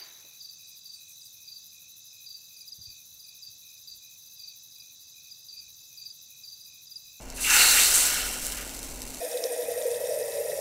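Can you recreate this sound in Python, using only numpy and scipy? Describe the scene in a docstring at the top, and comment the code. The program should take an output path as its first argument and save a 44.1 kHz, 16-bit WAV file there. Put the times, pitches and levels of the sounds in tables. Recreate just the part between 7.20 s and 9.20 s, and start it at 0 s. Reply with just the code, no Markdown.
"""A small kitchen hums. A spoonful of wet lentils meets hot oil in a tempering pan over a pressure cooker.
Spices tick, the first drops spit and steam jets off the hot metal. Water flashes to steam in thousands
of tiny bursts, and bubbles boil up in the hollow of the pan, froth and settle to a simmer, while the
cooker rings faintly. The sizzle thins to a crackle as the pan cools and is moved away."""
import sys
import numpy as np
from scipy import signal
from scipy.fft import rfft, irfft
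from scipy.io import wavfile

SR = 44100
rng = np.random.default_rng(int(sys.argv[2]) if len(sys.argv) > 2 else 0)


def persist_wave(psi):
    """Save psi, clipped to +-1, as 16-bit WAV."""
    counts = np.round(np.clip(psi, -1, 1) * 32767).astype(np.int16)
    wavfile.write(sys.argv[1], SR, np.atleast_2d(counts).T)


N = 88200


def amp(db):
    """Decibels to gain."""
    return 10 ** (np.asarray(db) / 20)


def unit(x):
    """Scale to an rms of 1."""
    return x / np.sqrt(np.mean(x ** 2) + 1e-18)


def curve(rows):
    """Join (s, value) points by straight lines."""
    return np.interp(np.arange(N) / SR, *np.array(rows).T)


def wander(rate_hz):
    """Random points joined by straight lines, rms 1."""
    points = rng.standard_normal(N // 10)
    return unit(np.interp(np.arange(N) / SR * rate_hz, np.arange(len(points)), points))


def colour(x, spectrum, size=2048):
    """Minimum-phase filter of unit power gain, shaped by (Hz, dB) points."""
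    hz, db = np.array(spectrum).T
    bins_hz = np.arange(size // 2 + 1) * SR / size
    gain = amp(np.interp(np.log(bins_hz + 1), np.log(hz), db))
    cepstrum = irfft(np.log(unit(gain)))
    cepstrum[1:size // 2] *= 2
    cepstrum[size // 2 + 1:] = 0
    return signal.fftconvolve(x, irfft(np.exp(rfft(cepstrum))))[:N]


def band(x, hz, width_hz):
    """A single resonance."""
    return signal.lfilter(*signal.iirpeak(hz, hz / width_hz, fs=SR), x)


def impulses(per_s, spread_db):
    """Random impulses of uneven size, mean power 1."""
    chance = np.clip(per_s / SR, 1 / SR, 1)
    size = amp(spread_db * np.minimum(rng.standard_normal(N), 1.18))
    return (rng.random(N) < chance) * rng.choice([-1, 1], N) * unit(size) / np.sqrt(chance)


def reverb(x, t60_s):
    """Convolve with a diffuse decay of unit energy."""
    t = np.arange(N // 2) / SR
    tail = rng.standard_normal(len(t)) * np.exp(-np.log(1000) * t / t60_s)
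    return signal.fftconvolve(x, tail / np.linalg.norm(tail))[:N]


# Room rumble. Each row: frequency in Hz, relative density in dB.
RUMBLE_SPECTRUM = [(15, -62.5), (28, -63), (45, -57.5), (62, -70.5), (120, -75), (190, -75.5), (260, -71),
                   (350, -76), (600, -75), (1000, -80.5), (1600, -102.5), (4000, -95.5), (15000, -106)]
# Hum tones. Each row: frequency in Hz, level in dB.
HUM_TONES = [(48, -53), (256, -55.5)]


def kitchen():
    """Low room rumble and a wavering hum."""
    t = np.arange(N) / SR
    out = amp(-43) * unit(colour(rng.standard_normal(N), RUMBLE_SPECTRUM, size=8192))
    for hz, db in HUM_TONES:
        tone = np.sin(2 * np.pi * hz * t + 0.7 * wander(7.37))
        out += amp(db) * unit(tone * (1 + 0.41 * wander(8.5)))
    return out


# Spice crackle. Each row: time in seconds, level in dB.
CRACKLE_LEVELS = [(0, -51.5), (.15, -51), (.4, -35), (.9, -47), (1.3, -57), (1.6, -49), (2.0, -52)]
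# Each row: frequency in Hz, relative gain in dB.
CRACKLE_SPECTRUM = [(500, -16), (1900, -10), (2350, 1), (3200, -26), (4300, -6), (5600, -5), (6150, 3),
                    (6800, -2), (7400, 1), (8200, -2), (8900, -11), (9900, -2), (10700, -10), (15000, -10)]


def crackle():
    """Spices tick in the oil, each tick smeared by the pan's walls."""
    ticks = impulses(per_s=500, spread_db=4) * amp(curve(CRACKLE_LEVELS))
    return colour(ticks + 0.4 * reverb(ticks, t60_s=0.036), CRACKLE_SPECTRUM)


# Bursting drops. Each row: start in seconds, peak in dB, centre in Hz, width in Hz.
DROP_POPS = [(0.022, -34, 6450, 3000), (.102, -23, 6700, 3430), (.124, -36, 10000, 9200),
             (0.211, -22, 9900, 3000), (.307, -9, 7060, 3960), (0.741, -9, 8100, 3000),
             (0.7562, -5.5, 9000, 3000), (1.090, -24, 8000, 8000), (1.221, -24, 8000, 6000),
             (1.25, -19.5, 8600, 6000), (1.26, -21, 9000, 6000), (1.267, -14.5, 10100, 8000),
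             (1.322, -16, 6900, 12200), (1.376, -24, 7500, 8000), (1.46, -30.5, 7000, 7000),
             (1.494, -24, 3470, 5000), (1.549, -25, 6950, 6000), (1.591, -23, 6640, 4970),
             (1.63, -26, 7450, 5000), (1.663, -32, 7000, 6000), (1.689, -34, 7960, 8000),
             (1.819, -20, 6500, 14000), (1.946, -21.5, 5900, 4000)]


def drops(crack_s=0.0005, spray_s=0.0074, spray_db=-19):
    """Each drop cracks and leaves a few milliseconds of spray."""
    t = np.arange(N // 40) / SR
    envelope = np.exp(-t / crack_s) + amp(spray_db) * np.exp(-t / spray_s)
    highpass = signal.butter(2, 1900, "high", fs=SR, output="sos")
    out = np.zeros(N + len(t))
    for start_s, db, hz, width_hz in DROP_POPS:
        pop = signal.sosfilt(highpass, band(rng.standard_normal(len(t)) * envelope, hz, width_hz))
        start = int(start_s * SR)
        out[start:start + len(t)] += amp(db) * pop / np.abs(pop).max()
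    return out[:N]


# Steam jets. Each row: start in seconds, level in dB, rise and hold in seconds, fall in dB per second,
# centre in Hz, half-width of each filter stage in Hz.
STEAM_JETS = [(0.136, -46, 0.013, 0.033, 196, 9800, 2520), (0.15, -49, 0.0091, 0.14, 148, 6000, 500),
              (0.203, -34.5, 0.007, 0.021, 220, 9900, 1500), (0.234, -28.5, 0.016, 0.013, 134, 2600, 420),
              (0.295, -26, 0.0041, 0.008, 250, 6300, 700), (.325, -30, 0.011, 0.08, 176, 2720, 300),
              (0.565, -24.5, 0.0062, 0.0079, 260, 2450, 895), (0.59, -25.5, .008, 0.0093, 302, 3750, 700),
              (0.743, -23, 0.0017, 0.045, 132, 8100, 2160), (1.326, -46.5, .002, 0.0069, 258, 1770, 1300),
              (1.367, -43, 0.017, 0.016, 155, 1770, 1000)]


def jets():
    """Freshly wetted hot metal shoots steam that whistles around its own pitch, holds and dies."""
    out = np.zeros(N)
    for start_s, db, rise_s, hold_s, fall_db_per_s, hz, half_width_hz in STEAM_JETS:
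        hiss = band(rng.standard_normal(N), hz, 2 * half_width_hz)
        hiss = unit(band(hiss, hz, 2 * half_width_hz))
        age_s = np.arange(N) / SR - start_s
        attack = np.clip(age_s / rise_s, 0, 1)
        fall_db = fall_db_per_s * np.maximum(age_s - rise_s - hold_s, 0)
        out += hiss * attack * amp(db - fall_db + 0.87 * wander(300))
    return out


# Fizz of the oil. Each row: time in seconds, level in dB.
FIZZ_LEVELS = [(0, -65), (.135, -73), (.165, -38.5), (.195, -41.5), (.225, -28.5), (.275, -27.5),
               (.35, -19), (.45, -19.5), (.62, -19), (.72, -22), (.84, -23), (1.0, -30), (1.20, -35.5),
               (1.28, -34.5), (1.5, -41.5), (1.68, -41.5), (1.78, -44.5), (2.0, -41.5)]
# Each row: frequency in Hz, relative gain in dB.
FIZZ_SPECTRUM = [(200, -27.5), (450, -12.5), (650, -17.5), (850, -22), (1150, -12.5), (1500, -12.5),
                 (2400, -9), (3400, -6.5), (4500, -1), (5300, -5.5), (6150, 1), (6700, -3), (7450, 2.7),
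                 (8200, 2.3), (8900, -2.5), (9800, 1), (11100, -5.5), (12100, -3.5), (14500, -5.5)]


def fizz(peak_per_s=22000, log_rate_per_db=0.1274):
    """Tiny steam bursts come in flurries and grow sparser as the oil cools."""
    db = curve(FIZZ_LEVELS)
    per_s = peak_per_s * np.exp(log_rate_per_db * (db - db.max()))
    bursts = impulses(per_s, spread_db=6.5)
    flurry_db = 0.23 * wander(44.07) + 0.65 * wander(400)
    return colour(bursts * amp(db + flurry_db), FIZZ_SPECTRUM)


def bubbles(levels, spectrum, per_s, ring_s, flurry_db, sizes=24):
    """Bubbles of many sizes, each ringing briefly at its own pitch."""
    t = np.arange(N // 40) / SR
    out = np.zeros(N)
    for hz in np.linspace(300, 5500, sizes):
        ring = np.sin(2 * np.pi * hz * t) * np.exp(-t / ring_s)
        out += signal.oaconvolve(impulses(per_s / sizes, spread_db=1.5), ring)[:N]
    return unit(colour(out, spectrum)) * amp(curve(levels) + flurry_db * wander(50.3))


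# Boiling. Each row: time in seconds, level in dB.
BOIL_LEVELS = [(0, -61), (.15, -57.5), (.19, -43), (.24, -46), (.28, -28), (.33, -23), (.41, -24.5),
               (.53, -28.5), (.60, -29.5), (.69, -41), (.8, -51), (1.2, -66), (2.0, -54)]
# Each row: frequency in Hz, relative gain in dB.
BOIL_SPECTRUM = [(150, -55), (400, -23), (650, -23.5), (830, -5.5), (1150, -10), (1450, 2), (1720, 0.5),
                 (1950, -1.5), (2300, -2.5), (2750, 6), (3150, -14.5), (3600, -11), (8000, -7),
                 (15000, -37)]


def boil():
    """Steam boils up in the hollow of the pan."""
    return bubbles(BOIL_LEVELS, BOIL_SPECTRUM, per_s=5300, ring_s=0.0011, flurry_db=0.5)


# Froth. Each row: time in seconds, level in dB.
FROTH_LEVELS = [(0, -70), (.22, -49), (.33, -44), (.39, -25), (.52, -27), (.575, -40), (.64, -27.5),
                (.7, -37), (1.0, -42), (1.3, -72), (2.0, -60)]
# Each row: frequency in Hz, relative gain in dB.
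FROTH_SPECTRUM = [(2000, -49), (3400, -9), (3950, 8.5), (4600, 9), (5200, -12), (9000, -34)]


def froth():
    """Small bubbles ring brightly at the height of the boil."""
    return bubbles(FROTH_LEVELS, FROTH_SPECTRUM, per_s=5000, ring_s=0.0012, flurry_db=0.5)


# Simmering. Each row: time in seconds, level in dB.
SIMMER_LEVELS = [(0, -59), (.25, -51), (.4, -30), (.7, -32), (.87, -32), (1.03, -35), (1.2, -43),
                 (1.39, -45.5), (1.56, -51), (2.0, -59)]
# Each row: frequency in Hz, relative gain in dB.
SIMMER_SPECTRUM = [(150, -29), (400, -9.5), (650, -9.5), (900, -4.5), (1150, -11.5), (1480, 4),
                   (1900, -2.5), (2300, -1.5), (2750, 0), (3300, -2.5), (4300, -18.5), (6000, 8),
                   (15000, -69)]


def simmer():
    """The wet lentils bubble on more softly."""
    return bubbles(SIMMER_LEVELS, SIMMER_SPECTRUM, per_s=4000, ring_s=0.0021, flurry_db=0.1)


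# Steel resonances. Each row: frequency in Hz, relative gain in dB.
COOKER_MODES = [(1054, 6.5), (1490, 3), (1687, -12), (1747, -10), (2321, -8), (2546, 1), (2786, -6),
                (3998, 5), (4578, -7)]


def cooker(pan, t60_s=0.23, gain_db=-1):
    """The steel cooker rings in sympathy with the pan."""
    t = np.arange(N // 4) / SR
    decay_per_s = np.log(1000) / t60_s
    modes = sum(amp(db) * np.sin(2 * np.pi * hz * t) for hz, db in COOKER_MODES)
    ring = modes * np.exp(-decay_per_s * t) * 2 * decay_per_s / SR
    return amp(gain_db) * signal.fftconvolve(pan, ring)[:N]


def wall_echo(pan, gain_db=-8, cutoff_hz=4530):
    """The kitchen walls return a short, duller echo."""
    echo = amp(gain_db) * reverb(pan, t60_s=0.12)
    return signal.lfilter(*signal.butter(1, cutoff_hz, fs=SR), echo)


def scene():
    """The sizzling pan over the cooker in a humming kitchen, mono."""
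    pan = crackle() + drops() + jets() + fizz() + boil() + froth() + simmer()
    return (kitchen() + pan + cooker(pan) + wall_echo(pan))[None]


def record(dry, rolloff_hz=15200, top_hz=15650):
    """Roll off the highest treble, then cut the top steeply."""
    soft = signal.sosfilt(signal.butter(6, rolloff_hz, fs=SR, output="sos"), dry)
    return signal.sosfilt(signal.ellip(10, 0.2, 80, top_hz, fs=SR, output="sos"), soft)


dry = scene()
out = record(dry)
persist_wave(out)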